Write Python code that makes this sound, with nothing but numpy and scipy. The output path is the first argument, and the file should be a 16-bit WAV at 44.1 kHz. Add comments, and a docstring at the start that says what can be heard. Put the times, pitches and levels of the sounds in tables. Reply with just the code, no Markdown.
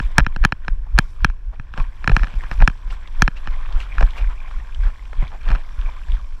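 """A knock of loose plastic and a deep thud come first: a player runs over grass with a head-worn camera.
Each footfall pushes the microphone with low, sharp-crested swings, and the housing rings in several modes.
Grass and clothes rustle with the stride as shaped noise and tiny slips, among short rubs and padded bumps.
Paintballs tick in the hopper as short pitched bursts. All is close and dry, over a faint open field."""
import sys
import numpy as np
from scipy import signal
from scipy.fft import rfft, irfft
from scipy.io import wavfile
from scipy.ndimage import uniform_filter1d

SR = 44100
rng = np.random.default_rng(int(sys.argv[2]) if len(sys.argv) > 2 else 0)


def transcribe(u):
    """Save the signal u as a 16-bit wav file named by the first command-line argument.

    u: samples, shape (n,) or (channels, n), limited to [-1, 1]; the rate is SR.
    q: integer samples, one column per channel.
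    """
    v = np.clip(np.atleast_2d(u).T, -1, 1)
    q = np.round(v * 32767).astype(np.int16)
    wavfile.write(sys.argv[1], SR, q)


N = 282240  # samples, 6.4 s

# The stride under the head-worn microphone: heel, forefoot, then the leg swishing through the grass.
# Each row: heel time in seconds, relative heel level in dB, heel swing in Hz, forefoot delay in seconds,
# relative forefoot level in dB, swish delay in seconds (negative is before the heel), swish fade in seconds,
# relative swish level in dB, relative level of the fizzing blades in dB.
FOOTFALLS = [(0.053, -9, 30, 0.047, -23, -0.026, 0.017, -40.5, -57),
             (0.219, -3.5, 36, 0.063, -34, -0.03, 0.0092, -20, -63),
             (0.421, -5.5, 32.8, 0.051, -17, 0.026, 0.012, -29, -63),
             (0.727, -11.5, 29.6, 0.06, -21, -0.048, 0.053, -49.5, -66),
             (0.955, -2, 35, 0.055, -17, 0.034, 0.027, -36, -66),
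             (1.231, -9.5, 40, 0.063, -8.5, 0.018, 0.043, -42, -76),
             (1.478, -27, 42.8, 0.021, -19, 0.075, .02, -54, -77.5),
             (1.81, -6, 23.2, 0.062, -27, -0.012, 0.035, -36, -55),
             (2.136, 0.5, 30.4, 0.085, -4, 0.035, 0.075, -39, -52.5),
             (2.375, -9, 29, 0.081, -19, -.015, 0.017, -50, -64),
             (2.595, -6, 27, 0.036, 1, 0.028, 0.011, -22, -50),
             (2.87, -13, 25, 0.055, -16, 0.06, 0.021, -38.5, -53),
             (3.191, -10, 25.2, 0.055, -5, 0.023, 0.055, -39.5, -56),
             (3.489, -11.5, 26.2, 0.026, -25, .025, 0.027, -39, -63),
             (3.755, -7.5, 23.4, 0.06, -15.5, 0.046, 0.027, -38, -52),
             (3.99, -4, 24.6, 0.0477, 0.5, 0.038, 0.059, -35.5, -55.5),
             (4.225, -7, 33.4, 0.053, -11, -0.031, 0.05, -35.5, -59),
             (4.565, -12, 20.9, 0.049, -50, -0.051, 0.13, -43, -74),
             (4.805, -9.5, 31.4, 0.06, -5, 0.044, 0.054, -41, -61),
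             (5.197, -5.5, 23.8, 0.061, -23, 0.036, .045, -36.5, -68),
             (5.48, -7.5, 26.7, 0.051, -3.5, 0.044, 0.059, -32.5, -58),
             (5.793, -8.5, 33.3, 0.063, -13, .09, 0.12, -39.5, -81),
             (6.102, -9, 37.4, 0.038, -5.5, 0.041, 0.069, -41.5, -69)]


def thuds(width_turns=0.59, lean=0.74, sharpness=0.092, level_db=-1, forefoot_hz=31):
    """Heel and forefoot each give one deep, sharp-crested push, with a dip before and a stronger rebound after."""
    out = np.zeros(N)
    t = np.arange(-SR // 8, SR // 8) / SR
    for s, heel_db, heel_hz, delay, forefoot_db, *_ in FOOTFALLS:
        contacts = (s, heel_db, heel_hz), (s + delay, forefoot_db, forefoot_hz)
        for at, db, hz in contacts:
            turns = hz * t
            swing = np.cos(2 * np.pi * turns) + sharpness * np.cos(4 * np.pi * turns)
            envelope = np.exp(-(turns / width_turns) ** 2) * (1 + lean * turns)
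            add(out, at + t[0], amp(db + level_db) * envelope * swing)
    slow_drift = uniform_filter1d(out, size=SR // 8)
    return out - slow_drift


# The plastic housing knocking in its mount, right at the microphone.
# Each row: start in seconds, relative force in dB.
HOUSING_KNOCKS = [(0.0005, -7), (0.182, 13.5), (0.1957, -4.5), (0.2029, -6.5), (0.265, -3.5),
                  (0.3625, -11.5), (0.4396, -7), (0.4496, 9), (0.5228, -2), (0.6813, -7), (0.9796, -5.5),
                  (0.9878, 11), (1.246, 7.5), (1.2997, -23), (1.5974, -22), (1.7384, -20.5),
                  (1.7765, -14.5), (1.8005, -17.5), (2.0429, -12.5), (2.0761, 3), (2.0957, -7),
                  (2.1175, -13.5), (2.1655, 2.5), (2.1952, -18), (2.2335, -10), (2.2432, -16.5),
                  (2.2705, -20), (2.4373, -23), (2.514, -11), (2.6034, -17), (2.6214, -10), (2.6762, 5.5),
                  (2.6989, -19.5), (3.221, 8.5), (3.2781, -0.5), (3.4735, -14.5), (3.9826, -10.5),
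                  (4.0089, -9.5), (4.0272, -10.5), (5.48, -22), (5.4879, -18), (5.5032, -16),
                  (5.5155, -13.5), (5.55, -16), (5.557, -18)]
# What the housing and its mount ring with. Each row: nominal pitch in Hz, relative level in dB,
# time to fall by 60 dB in seconds before the extra damping of the settling shell.
HOUSING_MODES = [(135, -4, 0.013), (277, -21, 0.012), (500, -39, 0.0025), (620, -18, 0.0022),
                 (884, -10, 0.0092), (1337, -8, 0.012), (1693, -7.5, 0.017), (2431, -11, 0.011),
                 (2837, -12.5, 0.0059), (3130, -32.5, 0.075), (4086, -19, 0.008), (4400, -58, 0.011),
                 (5294, -23, 0.015), (5830, -31, 0.0073)]
# Colour of the crack in a knock. Each row: frequency in Hz, relative level in dB per Hz.
CRACK_SPECTRUM = [(300, -22), (2400, -15.5), (3400, 1), (4000, 9.5), (4900, 3.5), (5400, 4), (6300, 11),
                  (7300, -5), (10000, -2.5), (14000, -19), (16000, -24.5)]


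def knocks(blows, level_db=1, scatter_db=2, crack_db=-37, crack_growth=2, dulling=0.06, mount_give=0.16):
    """The housing rings until it settles on its mount, which answers with a low bump; hard knocks crack more."""
    out = np.zeros(N)
    t = np.arange(SR // 12) / SR
    hz, mode_db, t60 = np.transpose(HOUSING_MODES)[:, :, None]
    of_mount = hz < 300
    age = np.maximum(t - .0048 * of_mount, 0)  # the mount answers 4.8 ms late
    settling = .2 + .8 * np.exp(-(t / .007) ** 4)
    damping = np.where(of_mount, 1, settling)
    sign = (-1) ** np.arange(len(HOUSING_MODES))[:, None]
    places = rng.standard_normal((len(blows), 2, len(HOUSING_MODES), 1))
    cracks = rng.standard_normal((len(blows), len(t)))
    contact = signal.windows.hann(9) / 4  # a brief contact rounds the onset
    crack_fade = amp(-60 * t / .007) * np.minimum(t / .0003, 1)
    for (s, db), (place, grip), noise in zip(blows, places, cracks):
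        # light touches land anywhere and load the shell differently; hard ones hit the same stop
        glancing = np.clip(.3 - db / 12, .3, 1.2)
        detuned = hz * (1 + .025 * glancing * grip)
        # soft contact dulls the highest modes; the padded mount yields under hard blows
        dulled_db = dulling * np.clip(db, -12, 0) * (hz > 3500)
        yielded_db = mount_give * max(db, 0) * of_mount
        colour_db = mode_db + dulled_db - yielded_db
        decay = damping * amp(colour_db + scatter_db * glancing * place - 60 * age / t60)
        modes = sign * decay * np.sin(2 * np.pi * detuned * age)
        ring = np.convolve(modes.sum(0), contact, "same")
        crack = coloured(noise, CRACK_SPECTRUM) * crack_fade
        # a glancing touch slides, and so sounds grittier
        grit_db = 7 * (glancing - .3)
        crack_level = amp(crack_db + grit_db + crack_growth * np.clip(db, 0, 9))
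        add(out, s, amp(db + level_db) * (ring + crack_level * crack))
    return out


def chatter(body, over_body_db=14, scatter_db=3, count=36):
    """Light knocks at random moments, firmer when the gear rubs harder: rows of (s, force dB)."""
    blows = []
    for at, luck in rng.random((count, 2)):
        rubbing_db = min(body[int(at * N)], -40)
        blows.append((at * N / SR, rubbing_db + over_body_db + scatter_db * (2 * luck - 1)))
    return blows


# The mount bumping softly against its padding, close at the microphone.
# Each row: start in seconds, relative level in dB.
PADDED_BUMPS = [(1.597, -19), (1.781, -28), (1.796, -19), (2.098, -5.5), (2.338, -25), (2.605, -13),
                (5.227, -15), (5.503, -13.5)]


def bumps(level_db=5, hz=122):
    """A padded blow leaves only the low swing of the mount, a little different in pitch each time."""
    out = np.zeros(N)
    t = np.arange(SR // 8) / SR
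    swell = (1 - np.exp(-t / .003)) * amp(-60 * t / .04)
    for (s, db), detune in zip(PADDED_BUMPS, rng.uniform(.9, 1.1, len(PADDED_BUMPS))):
        add(out, s, amp(db + level_db) * swell * np.sin(2 * np.pi * hz * detune * t))
    return out


# Clothes and gear rubbing all the while near the microphone, stronger again once the marker is raised.
# Each row: time in seconds, relative body level in dB, relative fizz level in dB.
CLOTH_RUBBING = [(0.0, -43, -57), (0.33, -50, -75), (0.6, -59.5, -77.5), (0.9, -61, -77),
                 (1.18, -57, -70.5), (1.42, -65.5, -87.5), (2.0, -50, -64), (2.25, -40, -62),
                 (2.55, -44.5, -57), (2.8, -51.5, -65), (3.05, -48, -65), (3.31, -54, -67),
                 (3.4, -46, -62.5), (3.7, -41, -61), (4.4, -49.5, -62.5), (5.4, -51.5, -63),
                 (6.0, -52, -60), (6.4, -54.5, -64)]
# Thin hisses between the steps. Each row: centre in seconds, half length in seconds, relative level in dB.
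THIN_HISSES = [(1.075, 0.076, -61.5), (2.532, 0.011, -55), (4.176, 0.0094, -51)]


def rustle_levels():
    """Levels in dB of the body and fizz of the rustle: powers of steady rubbing, swishes and hisses add up."""
    body, fizz = (amp(db) ** 2 for db in curve(CLOTH_RUBBING))
    for s, *_, delay, fade_s, swish_db, fizz_db in FOOTFALLS:
        swish = surge(s + delay, fade_s)
        body = body + (amp(swish_db) * swish) ** 2
        fizz = fizz + (amp(fizz_db) * swish) ** 2
    for s, length, db in THIN_HISSES:
        distance = (np.arange(N) / SR - s) / length
        fizz = fizz + amp(db) ** 2 / (1 + np.square(distance) ** 4)  # flat top, steep sides
    return 10 * np.log10(body), 10 * np.log10(fizz)


# Colour of the swish of grass and cloth. Each row: frequency in Hz, relative level in dB per Hz.
SWISH_SPECTRUM = [(120, -33.5), (250, -4), (500, -7.5), (800, -6), (1050, 5), (1290, -4), (1600, -1.5),
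                  (2050, -6), (2400, -2), (2750, -12), (3300, -20.5), (4200, -24.5), (6000, -26),
                  (11000, -57)]
# Colour of the fizzing blades. Each row: frequency in Hz, relative level in dB per Hz.
BLADES_SPECTRUM = [(2500, -10), (4200, -2), (4900, -1), (5600, 2), (6600, -7), (7600, -1.5), (8700, -10),
                   (10300, -8.5), (12500, -14), (14800, -10.5), (15600, -45)]


def rustle(body, fizz, body_db=-2, fizz_db=-2, crackle_db=-2, scrape_db=-7, scrape_growth=1.9):
    """Blades and cloth slip in tiny grains over a soft swish; firm strokes scrape the housing too."""
    swish_slips = crackle(per_s=1100, spread_db=4.5, low_hz=597, high_hz=4870, cycles=3.4)
    blade_slips = crackle(per_s=840, spread_db=-2.0, low_hz=3500, high_hz=13000, cycles=4.6)
    swish = rng.standard_normal(N) + amp(crackle_db) * swish_slips
    blades = rng.standard_normal(N) + amp(crackle_db) * blade_slips
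    swish = patchy(coloured(swish, SWISH_SPECTRUM), depth_db=2.4)
    blades = patchy(coloured(blades, BLADES_SPECTRUM), depth_db=1.5)
    scrape_spectrum = [(60, -8), (150, -11.0), (400, -1.5), (800, 5.0), (1100, -5.0), (1600, 0.5),
                       (2100, -11), (4000, -35), (9000, -43.5)]
    scrape = coloured(grains(per_s=180, spread_db=-3.0), scrape_spectrum)
    pressure_db = scrape_growth * (body + 35) - 35  # the scrape grows faster than the rustle
    rubbing = amp(body + body_db) * swish + amp(fizz + fizz_db) * blades
    return rubbing + amp(pressure_db + scrape_db) * scrape


# Short rubs, narrow zips and a few faint, brief knocks, close by. Each row: centre in seconds, relative level
# in dB, half length in seconds, centre pitch in Hz, band width as a ratio (held within 1.05 to 2.2).
SHORT_RUBS_AND_KNOCKS = [(0.248, -38, 0.00078, 1700, 2), (0.65, -40, 0.0017, 1490, 1.2),
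                         (0.87, -49, 0.0048, 800, 2.2), (1.539, -46, 0.008, 796, 2.3),
                         (1.783, -36.5, 0.0092, 790, 3.9), (2.098, -21.5, 0.0027, 640, 2.5),
                         (2.119, -25, 0.0028, 790, 2.4), (2.525, -36, 0.011, 1190, 4.6),
                         (2.876, -39.5, 0.003, 1120, 1.2), (2.909, -39, 0.005, 2780, 1),
                         (3.377, -44, 0.0097, 2750, 1.15), (3.821, -43, 0.013, 2820, 1.5),
                         (4.011, -21, 0.0028, 734, 3.8), (4.027, -24, 0.0035, 794, 2.7),
                         (4.184, -40, 0.0099, 2800, 1.04), (4.315, -40, 0.016, 1070, 1.65),
                         (4.871, -41.5, 0.025, 1130, 1.8), (4.513, -33, 0.00082, 1000, 2.8),
                         (5.132, -34, 0.0016, 1460, 1.07), (5.2284, -30.5, 0.0031, 676, 2.5),
                         (5.339, -40.5, 0.018, 770, 1.7), (5.507, -31.5, 0.0043, 766, 3),
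                         (5.553, -27, 0.0016, 806, 2.1)]


def short_rubs_and_knocks(level_db=0):
    """Short bursts of noise banded around one pitch swell and fade: the longer ones rub, the briefest knock."""
    out = np.zeros(N)
    t = np.arange(-SR // 12, SR // 12) / SR
    noises = rng.standard_normal((len(SHORT_RUBS_AND_KNOCKS), len(t)))
    for (s, db, length, hz, ratio), noise in zip(SHORT_RUBS_AND_KNOCKS, noises):
        ratio = np.clip(ratio, 1.05, 2.2)
        band = [(80, -20), (hz / ratio, -11), (hz, 0), (hz * ratio, -12), (hz * ratio * 2, -24), (15000, -62)]
        swell = np.exp(-(t / length) ** 2 / 2)
        add(out, s + t[0], amp(db + level_db) * swell * coloured(noise, band))
    return out


# The clearest taps of paintballs in the hopper, within arm's reach.
# Each row: start in seconds, relative level in dB, ring in Hz.
HOPPER_TAPS = [(3.074, -28.5, 3280), (3.3687, -30, 2660), (3.7248, -27, 3230), (3.8029, -21.5, 2790),
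               (4.1064, -27.5, 3180), (4.7468, -27, 3260), (5.054, -34.5, 3230), (5.2784, -31.5, 3380),
               (5.488, -23, 3170), (5.813, -28.5, 3230), (6.1195, -27, 3230)]


def ticks(level_db=-6):
    """A paintball taps the hopper: a short, dry burst of noise around one pitch."""
    out = np.zeros(N)
    t = np.arange(SR // 15) / SR
    fade = amp(-60 * t / .018) * np.minimum(t / .0005, 1)
    for (s, db, hz), burst in zip(HOPPER_TAPS, rng.standard_normal((len(HOPPER_TAPS), len(t)))):
        band = [(400, -25), (hz / 1.2, -11), (hz, 0), (hz * 1.2, -13), (5500, -22), (8000, -33), (15000, -48)]
        add(out, s, amp(db + level_db) * fade * coloured(burst, band))
    return out


def rattle(body, level_db=-13, stray_db=-23):
    """Many smaller taps of paintballs blend into a fine chatter that follows the rustle; a few stand out."""
    taps = crackle(per_s=450, spread_db=2, low_hz=3000, high_hz=3600, cycles=3)
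    burst = rng.standard_normal(400) * np.exp(-np.arange(400) / 90)
    strays = signal.oaconvolve(grains(per_s=14, spread_db=1.5), burst)[:N]
    strays = coloured(strays, [(400, -25), (2600, -10), (3200, 0), (3900, -13), (8000, -33), (15000, -48)])
    shaking = amp(np.minimum(body, -42))
    return shaking * (amp(level_db) * taps + amp(stray_db) * strays)


# Colour of the low rumble at the microphone. Each row: frequency in Hz, relative level in dB per Hz.
SWAY_SPECTRUM = [(5, -71.5), (18, 6.5), (30, -5.5), (45, -5), (62, -16.5), (90, -26), (150, -36.5),
                 (300, -50), (1000, -80.5)]


def sway(rest_db=-29.5, step_db=-16, growth=.6, delay_s=0.016, fade_s=0.093):
    """Low rumble of air and of the moving body: it swells around each step, more for a hard one."""
    power = amp(rest_db) ** 2
    for s, heel_db, _, _, forefoot_db, *_ in FOOTFALLS:
        swell = amp(step_db + growth * max(heel_db, forefoot_db)) * surge(s + delay_s, fade_s)
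        power = power + swell ** 2
    return np.sqrt(power) * coloured(rng.standard_normal(N), SWAY_SPECTRUM)


# Colour of the open field around the player. Each row: frequency in Hz, relative level in dB per Hz.
FIELD_SPECTRUM = [(100, 4.5), (400, 7), (800, 2.5), (1050, 7), (1250, -1.5), (1550, 8.5), (2000, -5),
                  (2500, -1.5), (3500, -12), (4800, -14.5), (5500, -8.5), (6500, -17.5), (11000, -25),
                  (15000, -50.5)]
FIELD_DB = -59.5  # rms level


def field():
    """The faint hush of the open field, heard through the housing: steady coloured noise."""
    return amp(FIELD_DB) * coloured(rng.standard_normal(N), FIELD_SPECTRUM)


def surge(s, fade_s):
    """An envelope that swells to 1 at time s and dies away as quickly."""
    distance = abs(np.arange(N) / SR - s) / max(fade_s, .002)
    return np.exp(-np.minimum(distance, 20))


def crackle(per_s, spread_db, low_hz, high_hz, cycles, count=16):
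    """Many small slips, each a few cycles long at one of several pitches."""
    t = np.arange(400) / SR
    total = np.zeros(N)
    for hz in np.geomspace(low_hz, high_hz, count):
        slip = evened(np.exp(-hz * t / cycles) * np.sin(2 * np.pi * hz * t))
        total += signal.oaconvolve(grains(per_s / count, spread_db), slip)[:N] * np.sqrt(hz)
    return evened(total)


def grains(per_s, spread_db):
    """Sparse clicks of either sign at random moments, their sizes spread exponentially in dB."""
    size = amp(spread_db * np.minimum(rng.exponential(1, N), 4))
    struck = rng.random(N) < per_s / SR
    return evened(size * rng.choice([-1, 1], N) * struck)


def patchy(x, depth_db, order=14, size=7):
    """Rubbing surfaces change contact: the colour shifts in patches of some hundred Hz and some tens of ms."""
    z = signal.stft(x, nperseg=512, noverlap=384)[2]
    along_time = uniform_filter1d(rng.standard_normal(z.shape), order, 1)
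    patches = evened(uniform_filter1d(along_time, size, 0))
    shifted = signal.istft(z * amp(depth_db * patches), nperseg=512, noverlap=384)[1]
    return evened(shifted[:N])


def coloured(x, points):
    """Gives x a spectrum of (Hz, dB) points, joined along log frequency, at rms 1."""
    f, db = np.transpose(points)
    hz = np.fft.rfftfreq(len(x), 1 / SR)
    gain = amp(np.interp(np.log(hz + 1), np.log(f + 1), db))
    return evened(irfft(rfft(x) * gain, len(x)))


def evened(x):
    """Scales to rms 1."""
    return x / np.sqrt(np.mean(x ** 2) + 1e-20)


def amp(db):
    """Turns dB into an amplitude factor."""
    return 10 ** (np.asarray(db) / 20)


def curve(rows):
    """Each column of a table of times, at every sample."""
    s, *columns = np.transpose(rows)
    return [np.interp(np.arange(N) / SR, s, c) for c in columns]


def add(mix, s, sound):
    """Mixes a sound in from time s, cut at both ends of the mix."""
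    start = round(s * SR)
    sound = sound[max(-start, 0):]
    part = mix[max(start, 0):][:len(sound)]
    part += sound[:len(part)]


def scene():
    """Everything is close to the microphone and in the open: no echo."""
    body, fizz = rustle_levels()
    footfalls = thuds() + sway()
    housing = knocks(HOUSING_KNOCKS + chatter(body)) + bumps()
    rubbing = rustle(body, fizz) + short_rubs_and_knocks()
    hopper = ticks() + rattle(body)
    return (footfalls + housing + rubbing + hopper + field())[None]


EDGE_HZ = 16200  # upper band limit


def record(dry):
    """The hardest knocks overload the input with a rounded knee; then the treble softens up to a band limit."""
    clipped = dry / (1 + dry ** 12) ** (1 / 12)
    softened = np.convolve(clipped[0], [.1, .8, .1], "same")
    low_pass = signal.firwin(255, EDGE_HZ, window=("kaiser", 9), fs=SR)
    return signal.oaconvolve(softened[None], low_pass[None], "same")


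dry = scene()
out = record(dry)
transcribe(out)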